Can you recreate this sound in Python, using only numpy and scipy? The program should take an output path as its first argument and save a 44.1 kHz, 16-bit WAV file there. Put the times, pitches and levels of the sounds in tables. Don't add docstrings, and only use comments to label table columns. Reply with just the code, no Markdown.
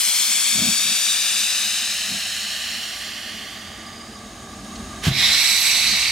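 import sys
import numpy as np
from scipy import signal
from scipy.fft import rfft, irfft
from scipy.io import wavfile
from scipy.ndimage import map_coordinates

SR = 44100
rng = np.random.default_rng(int(sys.argv[2]) if len(sys.argv) > 2 else 0)


def transcribe(u):
    v = np.clip(np.atleast_2d(u).T, -1, 1)
    q = np.round(v * 32767).astype(np.int16)
    wavfile.write(sys.argv[1], SR, q)


N = 269451
TIME = np.arange(N) / SR
REOPEN_S = 5.1

# (t/s, level/dB)
STEADY_SWING = [(0, -8.5), (2.2, -8), (3.6, -4), (4.5, -2), (4.85, 0.5), (5.25, 1), (5.45, -7), (6.11, -6)]
# (t/s, level/dB)
KNOCK_BLOWS = [(5.068, -15.5), (5.0798, -12), (5.112, -21)]


def from_db(db):
    return np.exp(np.asarray(db) * np.log(10) / 20)


def rms_one(x):
    return x / np.sqrt(np.mean(x ** 2) + 1e-20)


def in_time(rows):
    s, *columns = np.transpose(rows)
    return [np.interp(TIME, s, column) for column in columns]


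def at_hz(points, hz):
    point_hz, value = np.array(points).T
    return np.interp(np.log(hz), np.log(point_hz), value)


def step(at_s, half_s):
    return (1 + np.tanh((TIME - at_s) / half_s)) / 2


def swells(rows):
    power = sum(from_db(db) ** 2 * np.exp(-((TIME - s) / half) ** 2) for s, db, half in rows)
    return np.sqrt(power)


def drift(rate_hz):
    r = np.exp(-80 * np.pi * rate_hz / SR)
    slow = signal.lfilter([1], [1, -2 * r, r * r], rng.standard_normal(N // 40 + 2002))
    slow = slow[2000:]
    return np.interp(np.arange(N) / 40, np.arange(len(slow)), rms_one(slow))


def delayed(x, seconds):
    return map_coordinates(x, [np.arange(N) - seconds * SR], order=3, mode="mirror")


def coloured(colour):
    hz = np.maximum(np.fft.rfftfreq(N, 1 / SR), 1)
    spectrum = rfft(rng.standard_normal(N)) * from_db(at_hz(colour, hz))
    return rms_one(irfft(spectrum, N))


def blown(modes):
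    out = 0
    for hz, width, db in modes:
        r = np.exp(-np.pi * width * np.sqrt(2) / SR)
        section = [1, 0, -1, 1, -2 * r * np.cos(2 * np.pi * hz / SR), r * r]
        ring = signal.sosfilt([section, section], rng.standard_normal(N))
        out = out + from_db(db) * rms_one(ring)
    return rms_one(out)


def boiler(apart=0.013, drone_db=-42.5, rush_db=-48.5, rush_follows=0.29):
    # (t/s, level/dB)
    rumble_level = [(0, -64.5), (1.3, -60.5), (2.15, -53.5), (2.8, -54), (4.3, -47), (5.2, -38.5),
                    (5.55, -49.5), (6.11, -40.5)]
    # (f/Hz, density/dB per Hz)
    rumble_colour = [(20, -34), (30, -14), (42, -4), (56, 3.5), (66, -5.5), (82, 0), (120, -5), (170, -18),
                     (300, -21), (2000, -100)]
    # (f/Hz, width/Hz, level/dB)
    drone_modes = [(211.7, 48, 0)]
    # (f/Hz, width/Hz, level/dB)
    rush_modes = [(385, 94, -10.5), (606, 105, -3), (713, 165, -0.5)]
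    swing_db, = in_time(STEADY_SWING)
    rumble_db, = in_time(rumble_level)
    rumble = coloured(rumble_colour) + apart * coloured(rumble_colour) * [[1], [-1]]
    drone = from_db(drone_db + swing_db) * blown(drone_modes)
    rush = from_db(rush_db + rush_follows * swing_db) * blown(rush_modes)
    return from_db(rumble_db) * rumble + drone + rush


def leak(base_db=-40, waver_db=0.8, pan_db=-1.5, width=0.11, hum_db=-6, hidden_db=-2.0,
         seep_db=-3.0, seep_width=0.45, pipe_echo=0.13, seep_pipe_hz=540):
    # (f/Hz, width/Hz, level/dB)
    leak_modes = [(770, 120, -8), (1187, 83, -2), (1137, 66, -7.5), (1643, 140, -7), (2020, 200, -12.5),
                  (3040, 68, -14), (3770, 41, -11), (6630, 210, -5.5), (8050, 85, -14.5),
                  (8870, 100, -12.5), (9380, 130, -16), (10940, 250, -23)]
    # (f/Hz, width/Hz, level/dB)
    hum_modes = [(85, 5.7, -6), (128, 17, -5.5), (223.6, 6.4, -2), (281, 19, -3), (325.3, 19, 0),
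                 (384.6, 15, -2.5), (451, 9.1, -5)]
    # (t/s, level/dB, half length/s)
    whistles = [(3.15, -47, 0.38), (3.98, -45, 0.16), (4.6, -59, 0.38)]
    # (f/Hz, width/Hz, level/dB)
    whistle_modes = [(4890, 59, 0)]
    # (f/Hz, density/dB per Hz)
    seep_colour = [(200, -26), (500, -5), (900, -8.5), (1400, -5), (2200, -5), (4000, -3), (7000, -6.5),
                   (9000, -11), (12000, -17.5), (15500, -28)]
    level_db = base_db + in_time(STEADY_SWING)[0]
    in_view = np.interp(TIME, [2.0, 3.6], [.2, 1])
    song = blown(leak_modes) + width * blown(leak_modes) * [[1], [-1]]
    song = song * from_db(level_db + hidden_db * (1.5 - in_view) + waver_db * drift(3.6))
    song = song + swells(whistles) * blown(whistle_modes)
    seep = coloured(seep_colour)
    seep = seep + pipe_echo * delayed(seep, 1 / seep_pipe_hz)
    seep = seep + seep_width * coloured(seep_colour) * [[1], [-1]]
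    hum = from_db(level_db + hum_db) * blown(hum_modes) * in_view
    pan = from_db([[pan_db / 2], [-pan_db / 2]])
    return (song + from_db(level_db + seep_db) * seep) * pan + hum


def muffled_thuds():
    # (t/s, level/dB, half length/s)
    thuds = [(.58, -32.5, .028), (.648, -27.5, 0.046), (.875, -41, 0.045), (2.138, -32, 0.027),
             (3.4, -50, 0.058), (4.79, -40.5, 0.14), (5.2, -41.5, 0.051), (5.92, -38.5, 0.037)]
    # (f/Hz, width/Hz, level/dB)
    thud_modes = [(94, 46, -10.5), (203, 51, 3.5), (366, 100, -21.5), (664, 120, -11.5)]
    return swells(thuds) * blown(thud_modes)


def metal_tick():
    # (t/s, level/dB, half length/s)
    ticks = [(4.761, -37.5, .004)]
    # (f/Hz, width/Hz, level/dB)
    tick_modes = [(3000, 500, -1), (4230, 600, 0), (5450, 700, -1), (7000, 900, -4)]
    return swells(ticks) * blown(tick_modes)


def spits(pan_db=-4.0, width=0.32):
    # (t/s, level/dB, half length/s)
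    bursts = [(5.0405, -27, 0.0033), (5.053, -25.5, 0.013), (5.074, -23, 0.022)]
    # (f/Hz, density/dB per Hz)
    spit_colour = [(240, -42), (400, -10), (957, -9), (1220, -4), (1340, -9), (1540, -4.5), (2360, -4.5),
                   (3160, -1.5), (12500, -20.5), (15500, -30)]
    spray = coloured(spit_colour) + width * coloured(spit_colour) * [[1], [-1]]
    return swells(bursts) * spray * from_db([[pan_db / 2], [-pan_db / 2]])


def knock(contact_hz=380):
    # (f/Hz, level/dB, t60/s)
    knock_modes = [(75, -34, 0.12), (138.6, 2.5, 0.23), (163, -4, 0.12), (237, -8, 0.06),
                   (344, -17.5, 0.16), (660, -6.5, 0.072)]
    blows, ringing = np.zeros(N), 0
    for s, db in KNOCK_BLOWS:
        blows[round(s * SR)] = from_db(db)
    for hz, db, t60 in knock_modes:
        r = np.exp(-np.log(1000) / (t60 * SR))
        w = 2 * np.pi * hz / SR
        mode = signal.lfilter([0, np.sin(w)], [1, -2 * r * np.cos(w), r * r], blows + 1e-18)
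        ringing = ringing + from_db(db) * mode
    return signal.sosfilt(signal.butter(2, contact_hz, fs=SR, output="sos"), ringing)


def jet(controls, colour, pipe, likeness, balance, flutter_db, patchy_db):
    hiss_db, *changes, lead_ms = controls
    power = from_db(2 * hiss_db)
    treble_db, fizz_db, roar_db, pan_db = (c - np.average(c, weights=power) for c in changes)
    edges = np.geomspace(630, 16500, 17)
    zones = [1700, 3600, 7500, 12000]
    white = rng.standard_normal((2, 2, N))
    out, hiss_power = 0, 0
    for k, (low, high) in enumerate(zip(edges, edges[1:])):
        hz = np.sqrt(low * high)
        band = signal.butter(2, [low, high], "band", fs=SR, output="sos")
        mid, side = from_db(at_hz(colour, hz)) * signal.sosfilt(band, white[k % 2])
        if 2200 < hz < 5500:
            hiss_power += np.var(mid)
        alike = np.clip(at_hz(likeness, hz), 0, 1)
        pair = np.sqrt(1 + alike) * mid + np.sqrt(1 - alike) * side * [[1], [-1]]
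        lean = from_db((at_hz(balance, hz) + pan_db * min(hz / 4000, 1)) / 2)
        centre = (lean ** 2 + lean ** -2) / 2 + alike * np.cos(2 * np.pi * hz * lead_ms / 1000)
        roar, _, treble, fizz = (np.interp(hz, zones, share) for share in np.eye(len(zones)))
        tilt_db = roar * roar_db + treble * treble_db + fizz * fizz_db
        gain = from_db(tilt_db + patchy_db * drift(15)) / np.sqrt(centre)
        out = out + pair * np.array([lean, 1 / lean]) * gain
    for hz, width, boost_db in pipe:
        peak = signal.lfilter(*signal.iirpeak(hz, hz / width, fs=SR), out)
        out = out + (from_db(boost_db) - 1) * peak
    return out * from_db(hiss_db + flutter_db * drift(11)) / np.sqrt(hiss_power)


def over_ground(pair, lead_ms, echo):
    # (t/s, ground echo comb spacing/Hz)
    path = [(0, 1035), (1.0, 1179), (2.3, 1352), (3.4, 1470), (5.27, 1830), (5.5, 1980), (6.11, 2100)]
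    # (f/Hz, reflection/dB, phase lead/rad)
    ground = [(600, 2, 1.2), (1760, 0.5, 1.52), (2500, 1, 0.64), (3830, 4, 0.52), (5830, -1, -0.44),
              (7300, 0.5, 0.12), (9800, -1.5, -0.29), (12000, -7, -1.2), (15000, -13, 0)]
    comb_hz, = in_time(path)
    hz = np.fft.rfftfreq(N, 1 / SR)
    points, db, phase = np.transpose(ground)
    mirror = from_db(np.interp(hz, points, db)) * np.exp(1j * np.interp(hz, points, phase))
    left, right = (ear + echo * delayed(irfft(rfft(ear) * mirror, N), 1 / comb_hz) for ear in pair)
    return np.array([left, delayed(right, lead_ms / 1000)]) / np.sqrt(1 + 2 * echo ** 2)


def off_frames(pair, strength=0.1, delays_s=(.0031, .0053), shrink=0.0295):
    echoes = sum(np.array([delayed(ear, s * np.exp(-shrink * TIME)) for ear in pair]) for s in delays_s)
    return (pair + strength * echoes) / np.sqrt(1 + 2 * strength ** 2)


def dying_jet(off_axis_db=-7, dull_db_per_s=1.7, fizz_db=10, fizz_s=1.2, roar_stays=0.45, pan_db=-7.5,
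              lead_ms=.035, turned_lead_ms=-0.012):
    # (t/s, level/dB)
    flow = [(0, -23.5), (.5, -23), (1.4, -22.5), (2.1, -25.5), (2.7, -28), (3.4, -34.5), (3.9, -45.5),
            (4.4, -65), (5.1, -63)]
    # (f/Hz, density/dB per Hz)
    colour = [(600, -21.5), (950, -14), (1300, -14), (1800, -6.5), (2500, -3.5), (3500, -2), (5000, -3),
              (7200, -5.5), (8600, -5.5), (10500, -12.5), (12500, -15.5), (15500, -24)]
    # (f/Hz, width/Hz, boost/dB)
    pipe = [(1410, 190, -3.5), (1690, 210, 0.5), (2990, 62, 3), (3650, 300, 2)]
    # (f/Hz, likeness 0-1)
    likeness = [(500, 1), (1900, 1), (3000, 0.92), (6000, 0.76), (10000, 0.89), (12000, 0.5), (15000, 0.38)]
    # (f/Hz, balance/dB)
    balance = [(600, 8), (1200, 1), (2000, -0.3), (3300, 1.5), (4400, 1.5), (6800, 4), (8400, 3.5),
               (10500, 0), (13000, 3.5)]
    flow_db, = in_time(flow)
    turn = step(2.4, 0.86)
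    facing = step(2.06, 0.79)
    lead = lead_ms + (turned_lead_ms - lead_ms) * facing
    treble = off_axis_db * turn - dull_db_per_s * TIME
    fizz = fizz_db * np.exp(-TIME / fizz_s)
    controls = flow_db, treble, fizz, -roar_stays * flow_db, pan_db * turn, lead
    steam = jet(controls, colour, pipe, likeness, balance, flutter_db=0.22, patchy_db=.5)
    return over_ground(steam, lead, echo=0.42)


def opening_jet(open_db=-19.5, rise_s=0.13, from_start_db=-10, surge_db=2.2, surge_half_s=0.12, sag_db_per_s=2,
                beam_s=5.61, beam_half_s=0.26, treble_db=7.0, fizz_db=8.0, brighten_db_per_s=4,
                dull_start_db=-5.0, roar_db_per_s=1.2, pan_db_per_s=.8, lead_ms=-0.017):
    # (f/Hz, density/dB per Hz)
    colour = [(600, -19.5), (1300, -11.5), (1700, -7), (2300, -2), (3100, -2.5), (4000, -1.5), (5000, -4),
              (6500, -9.5), (8000, -10), (9500, -16.5), (12000, -19.5), (15500, -31)]
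    # (f/Hz, width/Hz, boost/dB)
    pipe = [(2100, 330, 2), (3936, 200, 6.5), (4600, 470, 2), (7200, 500, -2), (7900, 390, 3.5),
            (8700, 590, -5), (9640, 400, 4.5), (10500, 600, -2.5), (11550, 490, 7.5)]
    # (f/Hz, likeness 0-1)
    likeness = [(500, 0.99), (2200, .96), (4200, 0.65), (6000, 0.22), (8000, 1), (11500, 0.38),
                (15000, .25)]
    # (f/Hz, balance/dB)
    balance = [(600, -0.5), (1200, -2.5), (2000, -2.5), (3000, -4.5), (3900, 0), (4900, -8), (5900, -16),
               (7500, -1.5), (10000, -8), (15000, -7)]
    age = np.maximum(TIME - REOPEN_S, 0)
    shut = np.maximum(1 - age / rise_s, 0)
    surge = np.exp(-((age - rise_s) / surge_half_s) ** 2)
    flow_db = open_db + from_start_db * shut + surge_db * surge - sag_db_per_s * age
    hiss_db = np.where(TIME > KNOCK_BLOWS[0][0], flow_db, -120)
    beam = np.exp(-((TIME - beam_s) / beam_half_s) ** 2)
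    bright_db = treble_db * beam + brighten_db_per_s * age + dull_start_db * shut
    controls = hiss_db, bright_db, fizz_db * beam, roar_db_per_s * age, pan_db_per_s * age, lead_ms
    steam = jet(controls, colour, pipe, likeness, balance, flutter_db=0.56, patchy_db=1.0)
    return over_ground(steam, lead_ms, echo=.29)


def drain_cocks(changeover_s=0.023):
    opened = step(REOPEN_S, changeover_s)
    return (1 - opened) * dying_jet() + opened * opening_jet()


def scene():
    background = boiler() + leak()
    strokes = muffled_thuds() + metal_tick() + knock()
    return background + strokes + spits() + off_frames(drain_cocks())


def record(dry, low_cut_hz=42, top_cut_hz=15800):
    thinned = signal.sosfilt(signal.butter(2, low_cut_hz, "high", fs=SR, output="sos"), dry)
    return signal.sosfilt(signal.ellip(12, .1, 80, top_cut_hz, fs=SR, output="sos"), thinned)


dry = scene()
out = record(dry)
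transcribe(out)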